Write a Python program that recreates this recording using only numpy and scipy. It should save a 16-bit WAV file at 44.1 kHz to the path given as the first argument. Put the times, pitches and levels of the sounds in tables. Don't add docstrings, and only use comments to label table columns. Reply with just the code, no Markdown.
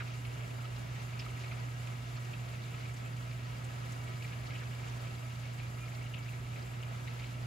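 import sys
import numpy as np
from scipy import signal
from scipy.fft import rfft, irfft
from scipy.io import wavfile
from scipy.ndimage import uniform_filter1d

SR = 44100
rng = np.random.default_rng(int(sys.argv[2]) if len(sys.argv) > 2 else 0)


def unload_wav(signal):
    wavfile.write(
        sys.argv[1],
        SR,
        np.round(np.clip(np.atleast_2d(signal).T, -1, 1) * 32767).astype(np.int16),
    )


N = 329272


def undb(db):
    return 10 ** (np.asarray(db) / 20)


def along(points, size=N):
    hz, value = np.transpose(points)
    bins_hz = np.fft.rfftfreq(size, 1 / SR)
    return np.interp(np.log(bins_hz + 1), np.log(hz), value)


def colour(x, gain):
    return irfft(rfft(x) * gain, x.shape[-1])


def noise(channels=1):
    return rng.standard_normal((channels, N)) * np.sqrt(SR / 2)


def ring(x, hz, width_hz):
    hz = min(hz, SR / 3)
    b, a = signal.iirpeak(hz, hz / min(width_hz, SR / 4), SR)
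    return signal.lfilter(b, a, x)


def pan(lean_db):
    return undb(np.array([[1], [-1]]) * lean_db / 2)


def stereo(mid, side, alike):
    alike = np.clip(alike, -1, 1)
    return np.sqrt((1 + alike) / 2) * mid + np.sqrt((1 - alike) / 2) * np.array([side, -side])


def walk(rate):
    k = int(SR / rate)
    steps = np.repeat(rng.standard_normal(N // k + 1), k)
    slow = uniform_filter1d(uniform_filter1d(steps, k), k)[:N]
    return slow / slow.std()


def drops(rate, scatter_db):
    when, rank = rng.random((int(rate * N / SR), 2)).T
    sizes = undb(-scatter_db * np.log(rank + 1 / 20))
    hits = np.bincount((when * N).astype(int), sizes, N)
    return hits / hits.std() * np.sqrt(SR / 2)


def splat(hz, width_hz, swell_s, alike, room_db=-22, room_fall_s=0.28):
    t = np.arange(SR // 5) / SR
    age = t / swell_s
    burst_shape = age ** 2 * np.exp(1 - age ** 2)
    tail = np.minimum(age, 1) * undb(room_db - 64 * t / room_fall_s)
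    shape = burst_shape + tail
    burst = rng.standard_normal((2, len(t))) * shape
    mid, side = ring(ring(burst, hz, width_hz), hz, width_hz)
    pair = stereo(mid, side, alike)
    return pair * np.sqrt(np.sum(shape ** 2) / np.mean(np.sum(pair ** 2, axis=1)))


def add(out, s, sound):
    start = int(np.clip(s * SR, 0, N - 1))
    out[:, start:start + sound.shape[1]] += sound[:, :N - start]


GUST_S, GUST_WIDTH_S, GUST_DB = 1.43, 0.24, 1
RISE_DB_PER_S, WANDER_DB, WANDER_PER_S = 0.01, 0.67, 1.5


def rain_strength():
    t = np.arange(N) / SR
    gust = GUST_DB * np.exp(-((t - GUST_S) / GUST_WIDTH_S) ** 2)
    db = gust + RISE_DB_PER_S * t + WANDER_DB * walk(WANDER_PER_S)
    return db - db.mean()


# frequency in Hz, level in dB per Hz before flicker.
WASH_SPECTRUM = [(120, -112), (290, -80.5), (450, -84.5), (750, -82), (880, -84), (1200, -85),
                 (1520, -87.5), (1720, -86), (1900, -86), (2400, -90), (3200, -92), (5000, -98.5),
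                 (6300, -99.3), (7800, -126)]
# frequency in Hz, correlation from -1 to 1.
LEFT_RIGHT_LIKENESS = [(300, -0.61), (450, 0.32), (750, -0.38), (1130, -0.55), (1480, -0.088), (1850, -0.6),
                       (2150, 0.56), (2700, 0.72), (3200, 0.32), (4500, 0.53), (6000, 0.23)]
# frequency in Hz, left minus right in dB.
WASH_LEAN = [(400, -0.5), (600, -2), (880, .5), (1250, -0.5), (2000, 1.5), (3000, 2.5), (4800, 3.5),
             (6300, -0.5)]


def wash(flow_db, flicker_db=1.0):
    alike = np.clip(along(LEFT_RIGHT_LIKENESS), -1, 1)
    mid, side = colour(noise(channels=2), np.sqrt([(1 + alike) / 2, (1 - alike) / 2]))
    roar = colour(np.array([mid + side, mid - side]), undb(along(WASH_SPECTRUM)) * pan(along(WASH_LEAN)))
    low = signal.sosfiltfilt(signal.butter(2, 1900, fs=SR, output="sos"), roar)
    high = roar - low
    return low * undb(flow_db + flicker_db * walk(14)) + high * undb(flow_db + flicker_db * walk(21.85))


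# frequency in Hz, level in dB per Hz before flicker.
HISS_SPECTRUM = [(4500, -118), (6000, -103), (7000, -98.6), (8400, -102.8), (10800, -103.4),
                 (13000, -107.8), (15500, -112)]
HISS_LAG_S = .000272


def hiss(flow_db, flicker_db=1.4, above_11k_db=0.5):
    lag = np.exp(-2j * np.pi * np.fft.rfftfreq(N, 1 / SR) * HISS_LAG_S)
    spray = noise() * undb(flow_db + flicker_db * walk(60))
    top = signal.sosfiltfilt(signal.butter(4, 11000, "high", fs=SR, output="sos"), spray)
    spray = spray - top + top * undb(above_11k_db * walk(55))
    return colour(spray, undb(along(HISS_SPECTRUM)) * np.array([lag, np.ones_like(lag)]))


# centre in Hz, width in Hz, level at the top in dB per Hz
# before flurries, left minus right in dB, left-right correlation.
WINDOW_RESONANCES = [(371.5, 42, -84, 6, 0.8), (651, 56, -85, -3, 0.97), (710.6, 30, -88, -2, .6),
                     (987, 49, -85, -4, -0.26), (1160, 79, -85.5, -1.5, -0.63), (1298, 85, -82, -4.5, 0.15),
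                     (1662, 126, -85.5, -3, -0.56), (1924, 70, -89.5, 13, -0.058), (2201, 55, -86, 4, 0.8),
                     (2308, 73, -88, 5, 0.21), (2787, 67, -90, 11, 1), (4840, 72, -95.5, 7, 1)]


def window(flow_db, rate=200, scatter_db=3.0, flurry_db=1.3, drift=.008):
    out = np.zeros((2, N))
    for hz, width_hz, db, lean_db, alike in WINDOW_RESONANCES:
        hits = stereo(drops(rate, scatter_db), drops(rate, scatter_db), alike) * undb(flurry_db * walk(13))
        clock = np.cumsum(1 + drift * walk(9))
        rung = ring(ring(hits, hz, width_hz), hz, width_hz)
        bent = np.array([np.interp(clock, np.arange(N), side) for side in rung])
        out += bent * undb(db) * pan(lean_db)
    return out * undb(flow_db)


# centre in Hz, width in Hz, drops per s,
# level in dB rms before flurries.
PATTER_SURFACES = [(1360, 490, 90, -70.5), (2500, 620, 85, -63.3), (4160, 1350, 60, -69.5),
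                   (6370, 520, 41, -74.5)]


def patter(flow_db, scatter_db=3.1, swell_s=0.007, swell_octaves=0.73, flurry_db=1.65, count=10):
    out = np.zeros((2, N))
    for hz, width_hz, rate, db in PATTER_SURFACES:
        surface = np.zeros((2, N))
        for spot_hz in hz * 2 ** np.linspace(-.2, .22, count):
            alike = np.interp(spot_hz, *np.transpose(LEFT_RIGHT_LIKENESS))
            hits = drops(rate / count, scatter_db)
            length_s = swell_s * 2 ** (swell_octaves * rng.uniform(-1.02, 1))
            spot = splat(spot_hz, width_hz, length_s, alike) / np.sqrt(length_s)
            surface += signal.oaconvolve(hits[None], spot, axes=1)[:, :N]
        out += surface * undb(db) / surface.std()
    return out * undb(flow_db + flurry_db * walk(12))


HUM_WAVER_DB = .15
THIN_S, THIN_WIDTH_S, THIN_DB = 2.328, .012, -9
# frequency in Hz, level in dB per Hz before the lean.
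FAN_RUMBLE = [(20, -104), (30, -94), (40, -83), (50, -78.5), (61, -72.5), (70, -73.5), (100, -71.5),
              (150, -70), (200, -80.5), (235, -78.5), (295, -83), (340, -99), (600, -115)]
# frequency in Hz, level in dB rms before waver and thinning,
# left minus right in dB.
MOTOR_LINES = [(58.7, -61, -2), (120.03, -41.3, -2.6)]


def appliance(rumble_lean_db=-3.0):
    t = np.arange(N) / SR
    out = colour(noise(), undb(along(FAN_RUMBLE))) * pan(rumble_lean_db)
    thin_db = THIN_DB * np.exp(-((t - THIN_S) / THIN_WIDTH_S) ** 2)
    for hz, db, lean_db in MOTOR_LINES:
        tone = np.sqrt(2) * np.sin(2 * np.pi * (hz * t + rng.random()))
        out = out + tone * undb(db + thin_db + HUM_WAVER_DB * walk(3.17)) * pan(lean_db)
    return out


SMALL_DRIPS_PER_S, SMALL_DRIP_DB, SMALL_DRIP_SPREAD_DB = 7, -48, 6.5
SILL_LOW_HZ, SILL_HIGH_HZ = 2050, 2950


def small_drips(spread_s=.007, lean_spread_db=7):
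    when, size, place, soft, side = rng.random((int(SMALL_DRIPS_PER_S * N / SR), 5)).T
    db = SMALL_DRIP_DB + SMALL_DRIP_SPREAD_DB * (size - .5)
    hz = SILL_LOW_HZ + place * (SILL_HIGH_HZ - SILL_LOW_HZ)
    return list(zip(when * N / SR, db, hz, spread_s * (.5 + soft), lean_spread_db * (side - .5)))


DRIP_WIDTH_HZ = 770
REBOUND_S, REBOUND_DB, SPLASH_DB = .002, -1.5, -15.5
DROPLET_SPAN_S, DROPLET_DB, DROPLET_FADE_DB_PER_S = .07, -8, 93


def drip(hz, spread_s, count=4):
    sill, air = np.zeros((2, 2, SR // 3))
    smack = splat(hz, DRIP_WIDTH_HZ, swell_s=0.0012, alike=0.68, room_db=-7.0, room_fall_s=0.099)
    add(sill, 0, smack)
    rebound = splat(hz, DRIP_WIDTH_HZ, swell_s=spread_s, alike=0.82, room_db=-10, room_fall_s=0.16)
    add(sill, REBOUND_S, undb(REBOUND_DB) * rebound)
    for late, place in rng.random((count, 2)):
        s = 2 * spread_s + late * DROPLET_SPAN_S
        droplet_hz = hz * 2 ** (.5 * (place - .5))
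        droplet = splat(droplet_hz, DRIP_WIDTH_HZ, swell_s=.002, alike=.6, room_db=-14, room_fall_s=.12)
        add(sill, s, undb(DROPLET_DB - DROPLET_FADE_DB_PER_S * s) * droplet)
    splash = splat(hz=3830, width_hz=1400, swell_s=0.0079, alike=0.45, room_db=-6, room_fall_s=0.17)
    add(air, 0, undb(SPLASH_DB) * splash)
    return sill, air


DRIP_DB = -7.5
# start in seconds, level in dB before the trim, ring in Hz,
# how long the water spreads in seconds, left minus right in dB.
FAT_DRIPS = [(0.0004, -34.5, 2150, .003, 2), (0.070, -45, 2360, .005, -3), (0.247, -40, 2630, .004, -2),
             (0.953, -43, 2350, 0.0036, 0), (1.128, -42, 2330, .004, 0), (1.190, -45, 2600, 0.0053, -2),
             (1.218, -43, 2250, .004, 2), (1.255, -46, 2220, 0.0034, 0), (1.4365, -40, 2330, .007, 0),
             (1.5125, -36.5, 2370, .0035, -1), (1.8705, -40, 2350, 0.0018, 0),
             (2.331, -38.5, 2660, 0.0053, 0), (2.539, -44, 2440, 0.0083, 0), (2.7407, -43, 2560, .004, 2),
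             (2.8519, -40, 2380, 0.005, -1), (3.307, -44, 2320, .004, 0), (4.078, -45, 2090, .003, 0),
             (4.2208, -39, 2330, .002, 0), (4.2423, -39, 2160, 0.0046, 3), (4.323, -42.5, 2450, .005, 0),
             (4.5005, -40.5, 2220, 0.0042, 0), (4.5535, -37.5, 2700, 0.0046, 1),
             (4.626, -44, 2130, 0.0065, -2), (5.068, -43, 2530, 0.0046, -1), (5.5945, -40, 2230, 0.0047, 2),
             (6.1375, -35.2, 2780, .0046, 3), (6.163, -44, 2450, 0.0053, -2), (6.257, -41, 2110, .0033, 0),
             (6.2816, -42, 2500, 0.0068, 1), (6.557, -41, 2210, .003, 2), (6.734, -44, 2290, .004, 0),
             (6.8264, -41, 2790, .005, 5), (7.074, -36, 2200, .0034, 0), (7.1904, -41, 2250, .004, 0),
             (7.2365, -39.5, 2500, .0055, 0)]


def eaves_drips():
    air, sill = np.zeros((2, 2, N))
    for s, db, hz, spread_s, lean_db in list(FAT_DRIPS) + small_drips():
        size = undb(db + DRIP_DB) * pan(lean_db)
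        landing, splash = drip(hz, spread_s)
        add(sill, s, size * landing)
        add(air, s, size * splash)
    return air + ring(sill, hz=2400, width_hz=1900) * pan(lean_db=0.5)


PLOP_DB = -6
# start in seconds, level in dB before the trim, ring in Hz,
# width in Hz, swell in seconds.
WATER_PLOPS = [(0.001, -35, 1410, 600, .007), (0.01, -42, 1300, 400, 0.0092), (0.587, -45, 1300, 220, .007),
               (0.645, -46, 1300, 220, .007), (1.146, -43, 1290, 220, .007),
               (1.258, -41, 1280, 220, 0.0065), (1.513, -43.5, 1320, 260, 0.0083),
               (2.168, -45.5, 1300, 240, 0.011), (3.200, -45, 1300, 220, .007),
               (3.957, -44.5, 1350, 240, .007), (4.609, -43, 1550, 550, 0.0092),
               (4.625, -46, 1300, 400, 0.0078)]


def plops():
    out = np.zeros((2, N))
    for s, db, hz, width_hz, swell_s in WATER_PLOPS:
        add(out, s, undb(db + PLOP_DB) * splat(hz, width_hz, swell_s, alike=-0.11) * pan(lean_db=-2.5))
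    return out


TICK_DB, FRAME_DB = -12.7, -4
# start in seconds, level in dB before the trim, centre in Hz, width in Hz.
PANE_TICKS = [(0.260, -54, 10500, 3500), (0.757, -47, 4200, 1600), (1.018, -52, 6500, 2400),
              (1.189, -36.5, 5000, 1350), (1.199, -43.5, 4600, 1200), (1.865, -52, 6800, 2800),
              (2.162, -45.5, 4500, 1900), (2.243, -51, 6300, 2400), (2.630, -49, 4300, 1400),
              (2.935, -49, 7260, 2600), (3.162, -54, 7650, 2000), (3.639, -46, 7640, 2600),
              (3.916, -45.5, 6600, 2900), (4.220, -47, 4300, 1700), (4.874, -49, 6960, 2400),
              (5.942, -47, 4300, 1500), (6.617, -47, 4850, 700), (7.071, -48, 3800, 1200),
              (7.192, -47.5, 4000, 1500)]


def ticks():
    out = np.zeros((2, N))
    for s, db, hz, width_hz in PANE_TICKS:
        glass = splat(hz, width_hz, swell_s=0.0084, alike=0.55, room_db=-2, room_fall_s=0.1)
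        frame = splat(hz=2850, width_hz=1300, swell_s=0.011, alike=0.76, room_db=1, room_fall_s=0.12)
        add(out, s, undb(db + TICK_DB) * (glass + undb(FRAME_DB) * frame))
    return out


SPRAY_DB = -13
# start in seconds, level in dB before the trim, centre in Hz,
# swell in seconds.
SPRAY_PUFFS = [(1.375, -45, 3900, 0.041), (2.955, -47, 4600, .016), (4.452, -46, 4300, .018)]


def sprays():
    out = np.zeros((2, N))
    for s, db, hz, swell_s in SPRAY_PUFFS:
        add(out, s, undb(db + SPRAY_DB) * splat(hz, width_hz=3500, swell_s=swell_s, alike=.6, room_db=-5))
    return out


# start in seconds, level in dB, ring in Hz.
PUDDLE_PLINKS = [(5.595, -50, 2425), (5.797, -47, 2424), (5.799, -51, 1335), (6.160, -51, 2270)]


def plinks():
    out = np.zeros((2, N))
    for s, db, hz in PUDDLE_PLINKS:
        add(out, s, undb(db) * splat(hz, width_hz=15, swell_s=0.0071, alike=.8))
    return out


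def scene(far_share=0.45, near_share=1.2):
    flow_db = rain_strength()
    far = wash(far_share * flow_db) + hiss(far_share * flow_db)
    near = window(flow_db) + patter(near_share * flow_db)
    close_drops = eaves_drips() + plops() + ticks() + sprays() + plinks()
    return far + near + appliance() + close_drops


TOP_HZ = 15650


def record(dry):
    return signal.sosfilt(signal.ellip(10, .1, 80, TOP_HZ, fs=SR, output="sos"), dry)


dry = scene()
out = record(dry)
unload_wav(out)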